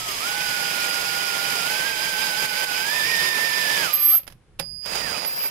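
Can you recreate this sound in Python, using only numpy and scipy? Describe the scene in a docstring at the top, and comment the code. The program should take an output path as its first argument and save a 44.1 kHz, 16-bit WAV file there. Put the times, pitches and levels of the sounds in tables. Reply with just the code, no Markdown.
"""A cordless drill turns a two-bladed steel circle cutter in a board, close by on the right,
in a small workshop. The fan whines, the gears rattle and the speed control whistles while the
blades scrape out their groove, for a while snagging about once a turn. As the drill slows, the
steel sticks and slips in the cut and squeals. It stops; then the trigger clacks for one more short run."""
import sys
import numpy as np
from scipy import signal
from scipy.fft import rfft, irfft
from scipy.io import wavfile

SR = 44100
rng = np.random.default_rng(int(sys.argv[2]) if len(sys.argv) > 2 else 0)


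def inscribe(sig):
    """Save sig as 16-bit PCM at rate SR to the path in sys.argv[1].

    A 1-D sig is mono; a 2-D sig holds one channel per row.
    Samples are clipped to [-1, 1] before scaling.
    """
    pcm = np.round(np.clip(np.atleast_2d(sig).T, -1, 1) * 32767)
    wavfile.write(sys.argv[1], SR, pcm.astype(np.int16))


N = 242550
T = np.arange(N) / SR
LEFT_LAG_S = 17 / SR  # sound from the right reaches the left ear this much later

# The two runs of the drill. Each row: trigger on and off in seconds, then the base levels in dB
# of the gear rattle, the fan's rush, the motor's whine and the whistle.
RUNS = [(-.42, 4.165, -28.5, -24.5, -29.5, -33.5), (4.595, 5.485, -23.5, -35.5, -33.5, -28)]
# How hard the drill works, one list per run. Each row: time in seconds, load in dB, blade bite in dB.
EFFORT = [
    [(0, -5.5, -31.5), (.06, -7.5, -33), (.095, -2.5, -30.5), (.15, -3.5, -31.5), (.27, -1.5, -31),
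     (.75, 0, -32), (1.25, 0, -33), (1.75, 0.5, -31), (2.15, -0.5, -33), (2.72, 0, -34), (2.88, 0.5, -31),
     (3.0, 1, -32), (3.5, 1, -33), (3.862, 2.5, -29.5), (3.882, -0.5, -36), (3.985, -7.5, -42),
     (4.155, -8, -40), (4.2, -24.5, -61)],
    [(4.83, -19, -57.5), (4.865, -4, -41), (4.955, 1.5, -35), (5.02, 0.5, -40), (5.14, 0, -40),
     (5.25, -1.5, -52), (5.32, -5.5, -53), (5.46, -2, -53), (5.5, -7, -55)],
]
# How much weaker the drill is in the left ear. Each row: frequency in Hz, level change in dB.
DRILL_LEFT = [(60, 0), (200, 0), (500, -10.5), (1500, -21), (3000, -14), (5000, -10.5), (8000, -30),
              (13000, -48.5)]


def from_db(db):
    """Turn decibels into a gain to multiply by."""
    return np.exp(np.asarray(db) * (np.log(10) / 20))


def rms_one(x):
    """Scale a signal to an average power of 1."""
    return x / np.sqrt(np.mean(x ** 2) + 1e-20)


def in_time(rows, column=1):
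    """Join timed points with straight lines, giving a value at every sample."""
    rows = np.array(rows)
    return np.interp(T, rows[:, 0], rows[:, column])


def at_hz(points, hz):
    """Read a curve of (frequency, value) points at the given frequencies."""
    points = np.array(points)
    return np.interp(np.log(hz + 1e-3), np.log(points[:, 0]), points[:, 1])


def envelope(curves, column=1, fade_s=0.016):
    """Gain from several timed dB curves, each fading out beyond its ends."""
    gain = 0
    for rows in curves:
        outside_s = np.maximum(0, np.maximum(rows[0][0] - T, T - rows[-1][0]))
        gain = gain + from_db(in_time(rows, column)) * np.exp(-outside_s / fade_s)
    return gain


def swells(rows):
    """Bell-shaped rises in gain. Each row: peak time and half length in seconds, level in dB."""
    return sum(from_db(db) * np.exp(-((T - s) / half_s) ** 2) for s, half_s, db in rows)


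def held(on_s, off_s, ramp_s=.004):
    """1 while the trigger is pressed, else 0."""
    return np.clip(np.minimum(T - on_s, off_s - T) / ramp_s, 0, 1)


def under_load(db_per_load_db, column):
    """Gain of one part of the drill: its level in each run, rising and falling with the load."""
    return sum(from_db(run[column]) * envelope([rows]) ** db_per_load_db
               for run, rows in zip(RUNS, EFFORT))


def drift(rate_hz):
    """A smooth random wobble of typical size 1; a higher rate wobbles faster."""
    pole = np.exp(-40 * np.pi * rate_hz / SR)
    noise = rng.standard_normal(N // 20 + 2002)  # one value per 20 samples
    slow = signal.lfilter([1], [1, -2 * pole, pole * pole], noise)[2000:]
    return np.interp(np.arange(N) / 20, np.arange(len(slow)), rms_one(slow))


def grit(per_s, spread_db):
    """Tiny impacts of uneven size at random moments."""
    sizes = from_db(spread_db * np.minimum(rng.exponential(1, N), 4))
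    return rms_one(sizes * rng.standard_normal(N) * (rng.random(N) < per_s / SR))


def ring(clicks, hz, t60):
    """Each click starts a sine that dies away by 60 dB in t60 seconds."""
    decay, step = from_db(-60 / (t60 * SR)), 2 * np.pi * hz / SR
    return signal.lfilter([0, np.sin(step)], [1, -2 * decay * np.cos(step), decay ** 2], clicks + 1e-18)


def radiate(direct, scatter, colour, peaks=(), left=((1, 0),), lag_s=0):
    """Give a noise its tone colour and send it to both ears; the left also hears unrelated scatter."""
    # How alike the two ears are. Each row: frequency in Hz, likeness from 0 to 1.
    likeness = [(60, 0.79), (200, 1), (500, 0.53), (1500, 0.56), (4000, 0), (9000, 0.14), (15000, 0.3)]
    hz = np.arange(N // 2 + 1) * SR / N
    peaks_db = sum(db * np.exp(-(2 * (hz - centre) / width) ** 2) for centre, width, db in peaks)
    gain = rms_one(from_db(at_hz(colour, hz) + peaks_db))
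    alike = np.clip(at_hz(likeness, hz), 0, 1)
    right = rfft(direct)
    delayed = right * np.exp(-2j * np.pi * hz * lag_s)
    blend = alike * delayed + np.sqrt(1 - alike ** 2) * rfft(scatter)
    return irfft(gain * np.array([blend * from_db(at_hz(left, hz)), right]), N)


def tone(hz, gain, left_db, flutter_db, lag_s=LEFT_LAG_S):
    """A sine that reaches the left ear later; the turning blades reflect it, so it flutters."""
    phase = 2 * np.pi * np.cumsum(np.broadcast_to(hz, N)) / SR
    ears = np.array([from_db(left_db) * np.sin(phase - 2 * np.pi * hz * lag_s), np.sin(phase)])
    flutter = from_db(flutter_db * np.array([drift(22), drift(23)]))
    return np.sqrt(2) * gain * ears * flutter


def motor_whine(speed, surge, wander=0.00448, judder=0.00698, build_s=0.54, start_db=-32):
    """The rotor and its nine fan blades make tones that follow the juddering shaft."""
    # The motor's tones. 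Each row: multiple of the turning rate, relative level in dB.
    motor_tones = [(5, -13), (9, 1.06), (18, -16.5), (27, -25.5)]
    # The whine grows with speed. Each row: turns per second, level change in dB.
    whine_by_speed = [(60, -31), (100, -20), (124, -19), (134, -7.5), (145, -3.5), (158, -.5), (172, 1),
                      (200, 5.5), (225, -2.5)]
    # How well the tones pass the vents, and then how well they reach the left ear.
    # Each row: frequency in Hz, level change in dB.
    vents = [(580, -12), (700, 9), (790, 4), (850, 6), (1000, -3), (1250, 5), (1450, 0.5), (1800, 0.5),
             (2900, 4), (3600, 3.5), (4400, 6)]
    vents_left = [(800, -17), (1500, -27), (1800, -26), (2900, -7), (4400, 2.5)]
    running, out = 0, 0
    for (on, off, _, _, whine_db, _), effort in zip(RUNS, EFFORT):
        build_db = np.interp(T - on, [0, build_s], [start_db, 0])
        running = running + held(on, off) * from_db(whine_db + build_db + 0.5 * in_time(effort))
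    gain = running * surge * from_db(at_hz(whine_by_speed, speed) + 1.22 * drift(120))
    unsteady_speed = speed * (1 + wander * drift(23) + judder * drift(130))
    for multiple, db in motor_tones:
        hz = multiple * unsteady_speed
        waver_db = np.clip(.2 * db, -3, 3) * drift(45)  # weak tones waver most
        level = gain * from_db(db + waver_db + at_hz(vents, hz))
        out = out + tone(hz, level, at_hz(vents_left, hz), flutter_db=1.0)
    return out


def gear_rattle(angle, gain, throb=0.096):
    """Gear teeth rattle in the housing, throbbing once per turn of the motor."""
    # The rattle's tone colour. Each row: frequency in Hz, relative level in dB.
    colour = [(45, -46), (100, -21), (160, -6.5), (320, -8), (500, 0.5), (1100, -0.5), (2000, -2),
              (3500, -7), (4500, -4.5), (6000, -9), (8000, -18), (10000, -11), (13000, -17), (15800, -18.5)]
    # Where the housing rings. 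Each row: frequency in Hz, width in Hz, boost in dB.
    peaks = [(413, 290, 2.1), (680, 240, 0.95), (905, 110, 3.3), (2640, 190, 6.2), (5140, 870, 1.52),
             (6780, 320, 9.4), (8850, 1000, 7.2)]
    teeth = gain * (1 + throb * np.cos(angle)) * from_db(1.54 * drift(27))
    direct, scatter = teeth * grit(9000, 1.0), teeth * grit(9000, 0.84)
    return from_db(-3.5) * radiate(direct, scatter, colour, peaks, DRILL_LEFT, LEFT_LAG_S)


def fan_rush(angle, gain, chop=0.25):
    """The fan's nine blades chop the air they throw out."""
    # The air's tone colour. Each row: frequency in Hz, relative level in dB.
    colour = [(45, -37), (150, -32.5), (400, -11), (800, -8.5), (1200, -10), (2000, -1), (3300, -4),
              (4400, -6), (6000, -14.5), (8000, -17.5), (10000, -14.5), (12500, -11), (13700, -16),
              (15800, -17.5)]
    # Its resonances. Each row: frequency in Hz, width in Hz, boost in dB.
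    peaks = [(2387, 290, 3.3), (3000, 74, 0.75), (5120, 780, 9.8), (6580, 320, 10.9), (10840, 630, 8.7),
             (11700, 578, 6.5), (14500, 471, 4.3)]
    air = gain * (1 + chop * np.cos(9 * angle)) * rng.standard_normal((2, N))
    return from_db(-.5) * radiate(*air, colour, peaks, DRILL_LEFT, LEFT_LAG_S)


def speed_control(speed, surge, switch_hz=4883.4, idle_load_db=-5):
    """Power switched rapidly on and off makes the motor's coils whistle, louder under load."""
    # The whistle's tones. Each row: multiple of the switching rate, relative dB at rest and turning.
    harmonics = [(1, 0, 0), (2, -13, -23), (3, -29, -38)]
    # The whistle in each run. Each row: left ear change in dB, flutter in dB.
    manner = [(-13.5, 2.5), (-31, 1.3)]
    # Extra current as the shaft starts to move.
    # Each row: peak time and half length in seconds, size in dB compared with the steady current.
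    inrush = [(4.844, 0.011, 1)]
    turning = np.clip(speed / 60, 0, 1)  # 0 at rest, 1 from 60 turns per second up
    out = 0
    for (on, off, *_, whistle_db), effort, (left_db, flutter_db) in zip(RUNS, EFFORT, manner):
        load_db = np.maximum(in_time(effort), idle_load_db)
        current = held(on, off) * surge * (1 + swells(inrush)) * from_db(whistle_db + load_db)
        for multiple, rest_db, turning_db in harmonics:
            gain = current * from_db(rest_db + turning * (turning_db - rest_db))
            out = out + tone(multiple * switch_hz, gain, left_db, flutter_db * turning)
    return out


def blade_scrape(surge):
    """The steel tips tear off crumbs in clumps, and the board passes the sound to the air."""
    # The scrape's tone colour. Each row: frequency in Hz, relative level in dB.
    colour = [(45, -12), (85, -16), (140, -5.5), (330, -8.5), (750, -16.5), (1600, -6), (2500, -6),
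              (4000, -12.5), (6000, -4.5), (8800, -7), (10000, -12.5), (12000, -27.5), (14000, -14),
              (15800, -32)]
    # Where the board rings. Each row: frequency in Hz, width in Hz, boost in dB.
    peaks = [(148, 28, 1.6), (440, 140, 3.9), (615, 44, 15.5), (970, 540, 12.5), (1290, 144, 1.7),
             (3187, 630, 11.8), (11520, 3440, 8.1), (12660, 1106, 8.0), (15600, 1250, 6)]
    bite = envelope(EFFORT, column=2) * surge * from_db(1.68 * drift(37))
    scrape = radiate(bite * grit(14000, 1.2), bite * grit(14000, 1.3), colour, peaks, lag_s=LEFT_LAG_S)
    return scrape * from_db([[-.3], [-2.5]])  # left ear, right ear


def steel_ring(shake):
    """The tips catch and let go in bursts of chatter, which keep the cutter and chuck ringing."""
    # The steel's notes. Each row: pitch in Hz, ring time in seconds, relative dB, left ear change in dB.
    notes = [(2304, 0.02, -21.5, -8), (2440, 0.032, -20.5, -13), (2550, 0.038, -23.5, -8.5),
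             (2940, 0.039, -26.5, -6.5), (3066, 0.029, -24, -13), (5460, 0.028, -25.5, -11.5)]
    chatter, out = drift(16.4), 0
    for hz, t60, db, left_db in notes:
        bursts = from_db(8 * np.minimum(.6 * chatter + .8 * drift(14), 1.4))
        right = shake * from_db(db) * rms_one(ring(bursts * grit(500, 0.62), hz, t60))
        left = from_db(left_db) * np.interp(T - LEFT_LAG_S, T, right)
        out = out + np.array([left, right])
    return out


def handling_rumble(steady_db=-66):
    """The handled board and tool give soft bumps over a steady rumble."""
    # The bumps. Each row: peak time in seconds, half length in seconds, relative level in dB.
    bumps = [(.06, 0.21, -48), (.49, 0.031, -43), (1.02, .05, -50), (1.54, 0.053, -53), (3.07, 0.073, -47),
             (3.23, .07, -46), (3.8, .06, -54.5), (4.31, 0.08, -44.5), (4.66, 0.16, -43.5),
             (5.04, 0.14, -41.5)]
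    # The rumble's tone colour. Each row: frequency in Hz, relative level in dB.
    colour = [(10, -21), (22, -3.5), (45, -2.5), (75, -4.5), (110, -2), (170, -7), (400, -31),
              (2000, -88.5)]
    rumble = radiate(*rng.standard_normal((2, N)), colour)
    return (from_db(steady_db) + swells(bumps)) * rumble * from_db([[-7], [-5]])


def room_noise(level_db=-61):
    """The workshop's faint, low background noise."""
    # Its tone colour. Each row: frequency in Hz, relative level in dB.
    colour = [(12, -41.5), (20, -1), (103, -11), (132, -3), (160, -36), (319, -10), (656, -19), (2340, -25),
              (7510, -36.5), (10800, -33), (15000, -85)]
    return from_db(level_db) * radiate(*rng.standard_normal((2, N)), colour)


def workshop_echo(sound, low_t60_s=0.24, treble_t60_s=0.22, split_hz=5000):
    """A wash of echoes, unrelated in each ear, with the treble dying first."""
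    t = T[:SR // 2]
    noise = rng.standard_normal((2, len(t)))
    low = signal.sosfilt(signal.butter(2, split_hz, fs=SR, output="sos"), noise)
    tail = low * from_db(-60 * t / low_t60_s) + (noise - low) * from_db(-60 * t / treble_t60_s)
    tail *= t > .005  # the first echo takes 5 ms
    tail /= np.sqrt(np.sum(tail ** 2, axis=1, keepdims=True))
    return signal.fftconvolve(sound.mean(axis=0, keepdims=True), tail, axes=1)[:, :N]


def snags(drag_s=.11, free_s=.04, surge_s=0.057, slip_s=0.0096, settle_s=0.06):
    """A blade snags and drags the motor down, breaks free, cuts in a surge, slips out and settles."""
    # About one snag per turn of the cutter.
    # Each row: time in seconds, motor turns per second lost, level change in dB in the surge and slip.
    catches = [(1.4, 3.35, 0.5, 2), (1.627, 7, 1, 0), (1.822, 6, -0.5, -3.5), (1.997, 8.6, 0.5, -1),
               (2.176, 6.4, 2, 0.5), (2.362, 7.2, 2, -3.5), (2.548, 7, 1, -5.5), (2.732, 7.6, 0, -2),
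               (3.035, 10, 0.5, 1.5), (3.192, 2.96, 2, -2), (3.376, 6, .5, -1.5), (3.529, 3.99, 0, 0),
               (3.689, 5.74, 0.5, -1)]
    lost_speed, swing_db = 0, 0
    for s, lost, surge_db, slip_db in catches:
        lost_speed = lost_speed + np.interp(T, [s - drag_s, s, s + free_s], [0, lost, 0])
        stages = s + np.cumsum([0, free_s, surge_s, slip_s, settle_s])
        swing_db = swing_db + np.interp(T, stages, [0, surge_db, surge_db, slip_db, 0])
    return lost_speed, from_db(swing_db)


def squeal(angle, judder=0.021):
    """At low speed the steel sticks and slips on one high note; a loose grip makes it rasp."""
    # Two squeals, one list each. Each row: time in seconds, pitch in Hz, relative level in dB.
    curves = [
        [(3.927, 12590, -33), (3.939, 12490, -14), (3.975, 12415, -19), (4.065, 12465, -13),
         (4.1, 12410, -13.5), (4.15, 12520, -8.5), (4.183, 12270, -19), (4.195, 11980, -33)],
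        [(5.254, 12390, -40), (5.26, 12420, -22), (5.285, 12435, -23), (5.32, 12350, -27), (5.45, 12320, -24),
         (5.462, 12455, -16.5), (5.495, 12370, -29)],
    ]
    # One row per squeal: gain in dB, left ear change in dB, left ear delay in seconds, rasp in dB.
    manner = [(.5, -8.5, 0.0003875, 0.3), (0.5, -1, .00036, 1.5)]
    throb = 1 + judder * np.cos(9 * angle)  # the motor's judder adds side tones
    out = 0
    for rows, (gain_db, left_db, lag_s, rasp_db) in zip(curves, manner):
        grip = from_db(gain_db + rasp_db * (drift(700) + drift(50)))
        both_ears = np.hypot(1, from_db(left_db))
        gain = envelope([rows], column=2, fade_s=.002) * grip * throb / both_ears
        hz = in_time(rows) + 18 * rasp_db * drift(270)
        out = out + tone(hz, gain, left_db, flutter_db=2.8, lag_s=lag_s)
    return out


def knocks():
    """The trigger, slack gears and blade tips knock: each hit is a short crack and a thump."""
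    # The hits. Each row: start in seconds, crack in dB, its fade time in seconds, thump strength in dB.
    hits = [(4.195, -45, .03, -53), (4.233, -41.5, .03, -61), (4.243, -48, .02, -64.5),
            (4.268, -39, 0.051, -69), (4.277, -27.5, 0.035, -55), (4.323, -42, .035, -60),
            (4.3, -44.5, 0.11, -64), (4.590, -42, 0.0295, -62), (4.594, -24, 0.027, -43),
            (4.597, -15, 0.026, -38.5), (4.602, -26, 0.011, -33), (4.608, -30.5, 0.068, -42),
            (4.626, -37, .015, -45), (4.86, -22, 0.013, -51), (4.879, -43, 0.031, -59),
            (5.248, -23, 0.044, -43)]
    # Notes of the knocked drill, steel and board. Each row: pitch in Hz, gain in dB, seconds of ring.
    body_notes = [(106, -21, 0.18), (161, -0.5, 0.12), (340, -11, .05), (555, 9.5, 0.042),
                  (794, 1.5, 0.039), (2040, -5, 0.035), (4700, 5, 0.032)]
    # The crack's tone colour. Each row: frequency in Hz, relative level in dB.
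    colour = [(88, -51), (150, -25.5), (618, -6), (1290, -8.5), (2860, -7), (4390, -13.5), (5030, -8),
              (8010, -23), (10300, -8.5), (15500, -26)]
    crack_gain, blows = np.zeros(N), np.zeros(N)
    for s, db, t60, thump_db in hits:
        crack_gain += (T >= s) * from_db(db - 60 * np.maximum(T - s, 0) / t60)
        blows[round(s * SR)] = from_db(thump_db)
    thump = sum(from_db(db) * ring(blows, hz, t60) for hz, db, t60 in body_notes)
    noise = crack_gain * rng.standard_normal((2, N))
    return radiate(*noise, colour, left=DRILL_LEFT, lag_s=LEFT_LAG_S) + thump * from_db([[-5], [0]])


def squeaks(pitch_hz=5400, waver_hz=30):
    """A blade tip briefly grips and sounds a faint note, lower than the squeal."""
    # The squeaks. Each row: peak time in seconds, length in seconds, level in dB.
    grips = [(4.88, 0.068, -44), (5.22, .08, -39), (5.385, 0.17, -45)]
    gain = swells([(s, length / 2, db) for s, length, db in grips])
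    return tone(pitch_hz + waver_hz * drift(302), gain, left_db=-13, flutter_db=5.5)


def scene():
    """Speed and load drive the drill and the cutter; snags make both surge."""
    # Motor speed without snags, one list per run. Each row: time in seconds, turns per second.
    run_speeds = [
        [(0, 144), (.07, 142), (.18, 123), (.27, 161), (.36, 167), (.8, 158.5), (1.66, 161), (1.73, 172),
         (1.87, 178.5), (2.45, 171.5), (2.81, 170), (2.96, 203), (3.09, 206), (3.75, 197), (3.83, 180),
         (3.9, 134), (4.115, 132), (4.15, 154), (4.25, 0)],
        [(4.815, 0), (4.89, 169), (4.96, 227), (5.06, 200), (5.15, 143), (5.3, 67), (5.45, 67), (5.5, 38)],
    ]
    lost_speed, surge = snags()
    speed = in_time(run_speeds[0] + run_speeds[1]) - lost_speed
    angle = 2 * np.pi * np.cumsum(speed) / SR  # how far the motor has turned
    gear_gain = surge * under_load(1.8, column=2)
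    fan_gain = surge * under_load(0.83, column=3)
    drill = motor_whine(speed, surge) + gear_rattle(angle, gear_gain) + fan_rush(angle, fan_gain)
    drill += speed_control(speed, surge) + knocks()
    shake = from_db(-1.5) * gear_gain + from_db(2.5) * fan_gain  # gears and motor shake the steel
    cutter = blade_scrape(surge) + steel_ring(shake) + squeal(angle) + squeaks()
    tool = drill + cutter
    return tool + handling_rumble() + room_noise() + from_db(-15.5) * workshop_echo(tool)


def record(dry, cutoff_hz=15700):
    """A steep filter cuts off the highest treble."""
    return signal.sosfilt(signal.ellip(12, .1, 80, cutoff_hz, fs=SR, output="sos"), dry)


dry = scene()
out = record(dry)
inscribe(out)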